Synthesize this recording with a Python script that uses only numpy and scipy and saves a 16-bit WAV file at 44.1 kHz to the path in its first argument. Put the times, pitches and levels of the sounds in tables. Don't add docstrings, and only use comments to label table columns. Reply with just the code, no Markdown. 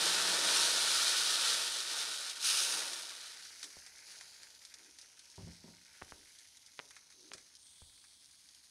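import sys
import numpy as np
from scipy import signal
from scipy.fft import rfft, irfft, next_fast_len
from scipy.io import wavfile
from scipy.ndimage import uniform_filter1d, map_coordinates

SR = 44100
rng = np.random.default_rng(int(sys.argv[2]) if len(sys.argv) > 2 else 0)


def unload_audio(sound):
    columns = np.transpose(np.atleast_2d(sound))
    steps = np.round(np.clip(columns, -1, 1) * 32767)
    wavfile.write(sys.argv[1], SR, steps.astype(np.int16))


N = 383669

# f/Hz, level/dB
HUM_EQ = [(20, -39), (45, -4), (75, -0.5), (120, -5), (200, -8.5), (300, -4.5), (420, -17), (1000, -9),
          (4000, -25), (15000, -34)]
# f/Hz, T60/s
ROOM_DECAY = [(100, 0.74), (1000, 0.33), (5000, 0.069), (14000, 0.6)]
# f/Hz, bandwidth/Hz, level/dB
WOOD_MODES = [(72, 12, -9), (100, 10.4, -5), (170, 7.8, -8.5), (218, 18, -7.5), (249, 25, -7.5),
              (361, 39, -5), (600, 90, -15), (950, 44, -2)]
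# t/s, level/dB, low cut/Hz, high cut/Hz
BUMPS = [(5.379, -44.5, 70, 670), (5.403, -44, 60, 350), (5.43, -40.5, 50, 130), (5.470, -45, 60, 442),
         (5.641, -47.5, 168, 414), (5.679, -50.5, 135, 650)]
# t/s, level/dB, high cut/Hz
CASE_TICKS = [(3.769, -45.5, 910), (6.0161, -39, 2000), (6.0188, -44, 2200), (6.0215, -29, 2070),
              (6.122, -33.5, 1840), (6.7920, -24.5, 3840), (6.794, -35, 2550), (6.799, -30.5, 2490),
              (7.3175, -30.5, 3560), (7.351, -49.5, 500), (7.819, -49, 1200)]
# t/s, level/dB, f/Hz
HAND_NUDGES = [(3.771, -55, 75.4), (6.024, -49, 85.5), (6.124, -50.5, 70), (7.822, -48.5, 80.4)]
# centre t/s, level/dB, width/s, f/Hz just above the band
HAND_RUBS = [(3.661, -65.5, 0.035, 366), (4.846, -72.5, 0.1, 353), (6.168, -73.5, 0.14, 392),
             (7.257, -70, 0.17, 370), (7.347, -62, .025, 420)]
# f/Hz, level/dB
JET_SQUEAL_EQ = [(7000, -35), (9000, 0), (11000, -35), (15000, -70)]
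JET_HISS_EQ = [(2600, -27), (3300, 4), (4200, -1), (5500, -30),
               (7400, -9), (8400, 2), (9800, -1), (12000, -22)]
# t/s, snap level/dB, body relative to snap/dB
SPITS = [(2.3007, -36.5, -15), (2.8202, -37, -0.5), (2.9326, -32, -13), (3.6296, -34.5, -10),
         (3.641, -35, -11), (3.864, -42.5, -11), (4.2104, -44.5, -0.5), (4.4318, -48, -2.5),
         (4.619, -54, -2), (4.6508, -41, -17), (4.7403, -42, -12), (4.987, -44.5, -14), (5.014, -46.5, -24),
         (5.1931, -45.5, -28), (6.3875, -47, -27), (6.571, -48, -14), (6.6627, -48.5, -25),
         (6.9074, -48, -3), (6.9655, -47.5, -1.5), (7.1032, -52, -6), (7.3352, -37.5, -6.5),
         (7.3806, -47.5, -7), (7.5527, -47.5, -27), (8.041, -54.5, 0.5), (8.489, -52, -29),
         (8.548, -49, -34)]
# f/Hz, level/dB
SNAP_EQ = [(1500, -48), (3200, 6), (4500, 10), (6300, 9), (7600, 2), (9300, 7), (12000, -15.5),
           (15700, -31)]
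# f/Hz, level/dB
SPLAT_EQ = [(150, -63), (400, -7), (1100, 6), (1600, 13), (2400, 12), (3300, -11), (6000, -33)]
# t/s, level/dB
POUR_HISS = [(0.0, -32.5), (0.38, -34), (0.51, -31), (1.5, -33), (1.87, -40.5), (1.88, -37.5),
             (2.31, -43.5), (2.33, -45.5)]
# t/s, level/dB
POUR_BUBBLING = [(0.0, -45), (0.55, -45.5), (1.26, -52), (1.53, -51), (1.82, -57.5), (1.97, -53.5),
                 (2.34, -63.5)]
# t/s, length/s, hiss level/dB, trapped steam level/dB, its build-up/s
FLARES = [(2.398, 0.18, -32, -51, 0.4), (4.045, 0.053, -53.5, -72, 0.04)]
# f/Hz, level/dB
FIZZ_FRESH_EQ = [(1500, -29.5), (2300, -25), (2900, -4.5), (3500, 1), (4200, 1.5), (5500, -2.5),
                 (6500, -6.5), (7500, -7.5), (8400, -7.5), (9200, -6.5), (10500, -14), (12500, -24),
                 (15600, -37.5)]
# f/Hz, level/dB
FIZZ_BARE_EQ = [(1800, -35), (2300, -9), (2850, -3), (3300, -6), (3750, 0.5), (4300, -3), (5000, 0),
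                (6400, -2.5), (7400, -10), (8500, -6.5), (9200, -3), (10500, -10.5), (13000, -23),
                (15600, -32)]
# f/Hz, level/dB
FIZZ_SET_EQ = [(1900, -20), (2900, -6), (3600, -5), (4400, 2), (5600, 0.5), (6500, 0.5), (7100, -7),
               (7600, -8.5), (8600, -6.5), (9700, -5), (11000, -10.5), (12200, -18.5), (15500, -28)]
# f/Hz, level/dB
SPUTTER_FRESH_EQ = [(900, -44.5), (1100, -5), (1300, 0.5), (1500, 4), (1650, -3), (1790, 1.5), (2080, -6.5),
                    (2300, -2), (2600, -3.5), (3200, -11), (5000, -50.5)]
# f/Hz, level/dB
SPUTTER_SET_EQ = [(1000, -33.5), (1300, -10), (1520, -3.5), (1850, -4), (2120, -1), (2500, -4), (2900, -16),
                  (4500, -53)]
# f/Hz, level/dB
BUBBLING_EQ = [(30, -65), (110, -17.5), (170, -10), (240, -12), (340, -2.5), (470, -1.5), (590, -1.5),
               (680, -2), (790, -4), (930, 3), (1050, -7), (1400, -14), (3000, -82)]
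# level when wet/dB, exponent of the moisture left
SIMMER = [(-60.5, 0.27), (-65, 0.77), (-71.5, 1.22)]

FLARE_RISE_S, QUENCH_DB_PER_S = 0.066, 36
LINGER_DB, LINGER_DB_PER_S = -11.5, 13.5
DRY_S, TOP_HZ = 9.62, 15750


def amp(db):
    return 10 ** (np.asarray(db) / 20)


def unit(x):
    return x / np.sqrt(np.mean(x ** 2) + 1e-20)


def along(points, hz):
    f, v = np.transpose(points)
    return np.interp(np.log(hz + 1), np.log(f + 1), v)


def wobble(rate):
    return map_coordinates(rng.standard_normal(int(N * rate / SR) + 4), [np.arange(N) * rate / SR])


def swell(start, rise, length, fade_db_per_s):
    age = np.arange(N) / SR - start
    return np.clip(age / rise, 0, 1) * amp(-fade_db_per_s * np.maximum(age - length, 0))


def add(track, s, sound):
    start = round(s * SR)
    track[start:start + len(sound)] += sound[:N - start]


def blend(share, a, b):
    likeness = np.mean(unit(a) * unit(b))
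    return (share * a + (1 - share) * b) / np.sqrt(1 - 2 * share * (1 - share) * (1 - likeness))


def eq(x, curve, size=4096):
    cepstrum = irfft(np.log(amp(along(curve, np.fft.rfftfreq(size, 1 / SR)))))
    fold = 1 - np.sign(np.arange(size) - size // 2)
    fold[0] = 1
    response = irfft(np.exp(rfft(cepstrum * fold)))
    return signal.fftconvolve(x, response / np.linalg.norm(response))[:len(x)]


def passed(x, hz, kind, order=2):
    return signal.sosfilt(signal.butter(order, hz, kind, fs=SR, output="sos"), x)


def room_tone():
    return amp(-79.5) * eq(rng.standard_normal(N), HUM_EQ)


def kitchen_reverb(x):
    hz, t, noise = signal.stft(rng.standard_normal(SR // 2), SR, nperseg=256)
    decay = amp(-60 * t / along(ROOM_DECAY, hz)[:, None])
    tail = signal.istft(noise * decay, SR, nperseg=256)[1]
    return signal.fftconvolve(np.pad(x, (260, 0)), tail / np.linalg.norm(tail))[:N]


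def wood_bumps():
    out, t = np.zeros(N), np.arange(SR // 2) / SR
    for s, db, low_hz, high_hz in BUMPS:
        ring = 0
        for hz, width, level in WOOD_MODES:
            phase = rng.uniform(0, 2 * np.pi)
            ring += amp(level) * np.exp(-np.pi * width * t) * np.sin(2 * np.pi * hz * t + phase)
        rattle = 1.8 * amp(-60 * t / .22) * rng.standard_normal(len(t))
        body = passed(ring + rattle, low_hz, "high", order=3)
        add(out, s, amp(db) * passed(body, high_hz, "low"))
    return out


def camera_handling():
    out, t = np.zeros(N), np.arange(SR // 4) / SR
    for s, db, hz in CASE_TICKS:
        push = (t == 0) + .014 * amp(-60 * t / .05) * rng.standard_normal(len(t))
        rounded = passed(push, hz, "low", order=4)
        tick = passed(rounded, 0.11 * hz, "high", order=1)
        add(out, s, amp(db) * tick / np.abs(tick).max())
    for s, db, hz in HAND_NUDGES:
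        add(out, s, amp(db - 60 * t / 0.057) * np.sin(2 * np.pi * hz * t))
    for s, db, width, hz in HAND_RUBS:
        dull = passed(rng.standard_normal(len(t)), 0.89 * hz, "low", order=4)
        friction = unit(passed(dull, 0.96 * hz, "high", order=4))
        stroke = np.exp(-2 * ((t - t.mean()) / width) ** 2)
        add(out, s - t.mean(), amp(db) * stroke * friction)
    return out


def steam_jet(start_s=7.55, spread_s=0.38):
    narrow = np.clip(.8 - (np.arange(N) / SR - start_s) / spread_s, 0, 1)
    flow = amp(-63.5) * swell(start_s, rise=0.09, length=0.28, fade_db_per_s=14)
    steam = rng.standard_normal(N)
    return flow * blend(narrow, eq(steam, JET_SQUEAL_EQ), eq(steam, JET_HISS_EQ))


def spits(blow_off=0.53):
    snaps, splats, t = np.zeros(N), np.zeros(N), np.arange(SR // 8) / SR
    click = 8 * (1 - blow_off) * (t == 0)
    for s, db, body_db in SPITS:
        pop = click + blow_off * amp(-60 * t / .055) * rng.standard_normal(len(t))
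        add(snaps, s, amp(db) * pop)
        add(splats, s, amp(db + body_db) * pop)
    return eq(snaps, SNAP_EQ) + eq(splats, SPLAT_EQ)


def bursts(rate, spread_db, puff, puff_t60):
    chance = np.clip(rate / SR, 1e-5, 1)
    sizes = amp(spread_db * np.minimum(rng.standard_normal(N), 2))
    clicks = unit((rng.random(N) < chance) * sizes / np.sqrt(chance)) * rng.choice([-1, 1], N)
    power_decay = amp(-120 * np.arange(SR // 10) / SR / puff_t60)
    steam_power = np.abs(signal.fftconvolve(clicks ** 2, power_decay / power_decay.sum())[:N])
    return unit(clicks + puff * np.sqrt(steam_power) * rng.standard_normal(N))


def wandering(x, depth_db):
    bands = signal.stft(x, nperseg=512)[2]
    drift = rng.standard_normal(bands.shape)
    for _ in range(2):
        drift = uniform_filter1d(uniform_filter1d(drift, size=8, axis=0), size=70, axis=1)
    return unit(signal.istft(bands * amp(depth_db * unit(drift)), nperseg=512)[1][:N])


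def boiling_levels():
    t = np.arange(N) / SR
    release = amp(-LINGER_DB_PER_S * np.maximum(t - POUR_HISS[-1][0], 0))
    hiss, deep = ((amp(np.interp(t, *np.transpose(rows))) * release) ** 2 + 1e-14
                  for rows in (POUR_HISS, POUR_BUBBLING))
    on_metal = 0.35 * hiss
    for s, length, db, steam_db, build_up in FLARES:
        quick, slow = ((amp(db) * swell(s, FLARE_RISE_S, length, fade)) ** 2
                       for fade in (QUENCH_DB_PER_S, LINGER_DB_PER_S))
        flare = quick + amp(LINGER_DB) ** 2 * np.abs(slow - quick)
        trapped = (amp(steam_db) * swell(s, build_up, build_up, fade_db_per_s=47)) ** 2
        on_metal += quick
        hiss += flare
        deep += trapped + amp(-26) ** 2 * flare
    bare = np.clip(on_metal / hiss, 0, 1)
    sputtering = amp(-8.5 - 5 * bare) ** 2 * hiss + amp(0.5) ** 2 * deep
    moisture = np.maximum(1 - t / DRY_S, 1e-3)
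    simmer = [(amp(db + 1.1 * wobble(7.7)) * moisture ** exponent) ** 2 for db, exponent in SIMMER]
    levels_db = 10 * np.log10(np.add((hiss, sputtering, deep), simmer))
    return *levels_db, bare


def bubbling(level_db, vigour):
    deep = eq(bursts(4500 * vigour, spread_db=3, puff=1.2, puff_t60=0.05), BUBBLING_EQ)
    thick = np.clip((level_db + 54) / 10, 0, 1)
    return amp(level_db) * blend(thick, deep, passed(deep, 343, "high", order=1))


def sputter(level_db, vigour, fresh):
    large = bursts(5000 * vigour, spread_db=5.0, puff=0.96, puff_t60=0.065)
    setting = wandering(eq(large, SPUTTER_SET_EQ), depth_db=1.8)
    return amp(level_db) * blend(fresh, eq(large, SPUTTER_FRESH_EQ), setting)


def fizz(level_db, vigour, fresh, bare):
    tiny = bursts(15000 * vigour, spread_db=6.5, puff=0.83, puff_t60=0.03)
    poured = blend(bare, eq(tiny, FIZZ_BARE_EQ), eq(tiny, FIZZ_FRESH_EQ))
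    fine = bursts(40000 * vigour, spread_db=4.5, puff=0.79, puff_t60=0.053)
    setting = wandering(eq(fine, FIZZ_SET_EQ), depth_db=1.6)
    oil_cracks = eq(bursts(22, spread_db=2.5, puff=.65, puff_t60=.02), SNAP_EQ)
    return amp(level_db) * (blend(fresh, poured, setting) + amp(-9.3 - 9.2 * fresh) * oil_cracks)


def sizzle():
    fizz_db, sputter_db, bubbling_db, bare = boiling_levels()
    vigour = amp(.8 * (fizz_db + 32.0))
    surge_db = 0.37 * wobble(15) + 0.5 * wobble(50)
    fresh = np.clip((fizz_db + 58.5) / 12, 0, 1)
    highs = fizz(fizz_db + surge_db, vigour, fresh, bare)
    mids = sputter(sputter_db + surge_db, vigour, fresh)
    lows = bubbling(bubbling_db, vigour)
    return passed(highs + mids + lows, 75, "high")


def scene():
    pan = sizzle() + spits() + steam_jet()
    knocks = camera_handling() + wood_bumps()
    reverb = amp(-8.0) * kitchen_reverb(pan) + amp(-9.5) * kitchen_reverb(passed(knocks, 960, "low"))
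    mid = pan + knocks + reverb + room_tone()
    side = amp(-29) * kitchen_reverb(mid)
    return np.array([mid + side, mid - side]) * amp([[-.1], [.1]])


def record(dry):
    size = next_fast_len(N + SR // 2)
    passband = np.fft.rfftfreq(size, 1 / SR) < TOP_HZ
    return irfft(rfft(dry, size) * passband, size)[:, :N]


dry = scene()
out = record(dry)
unload_audio(out)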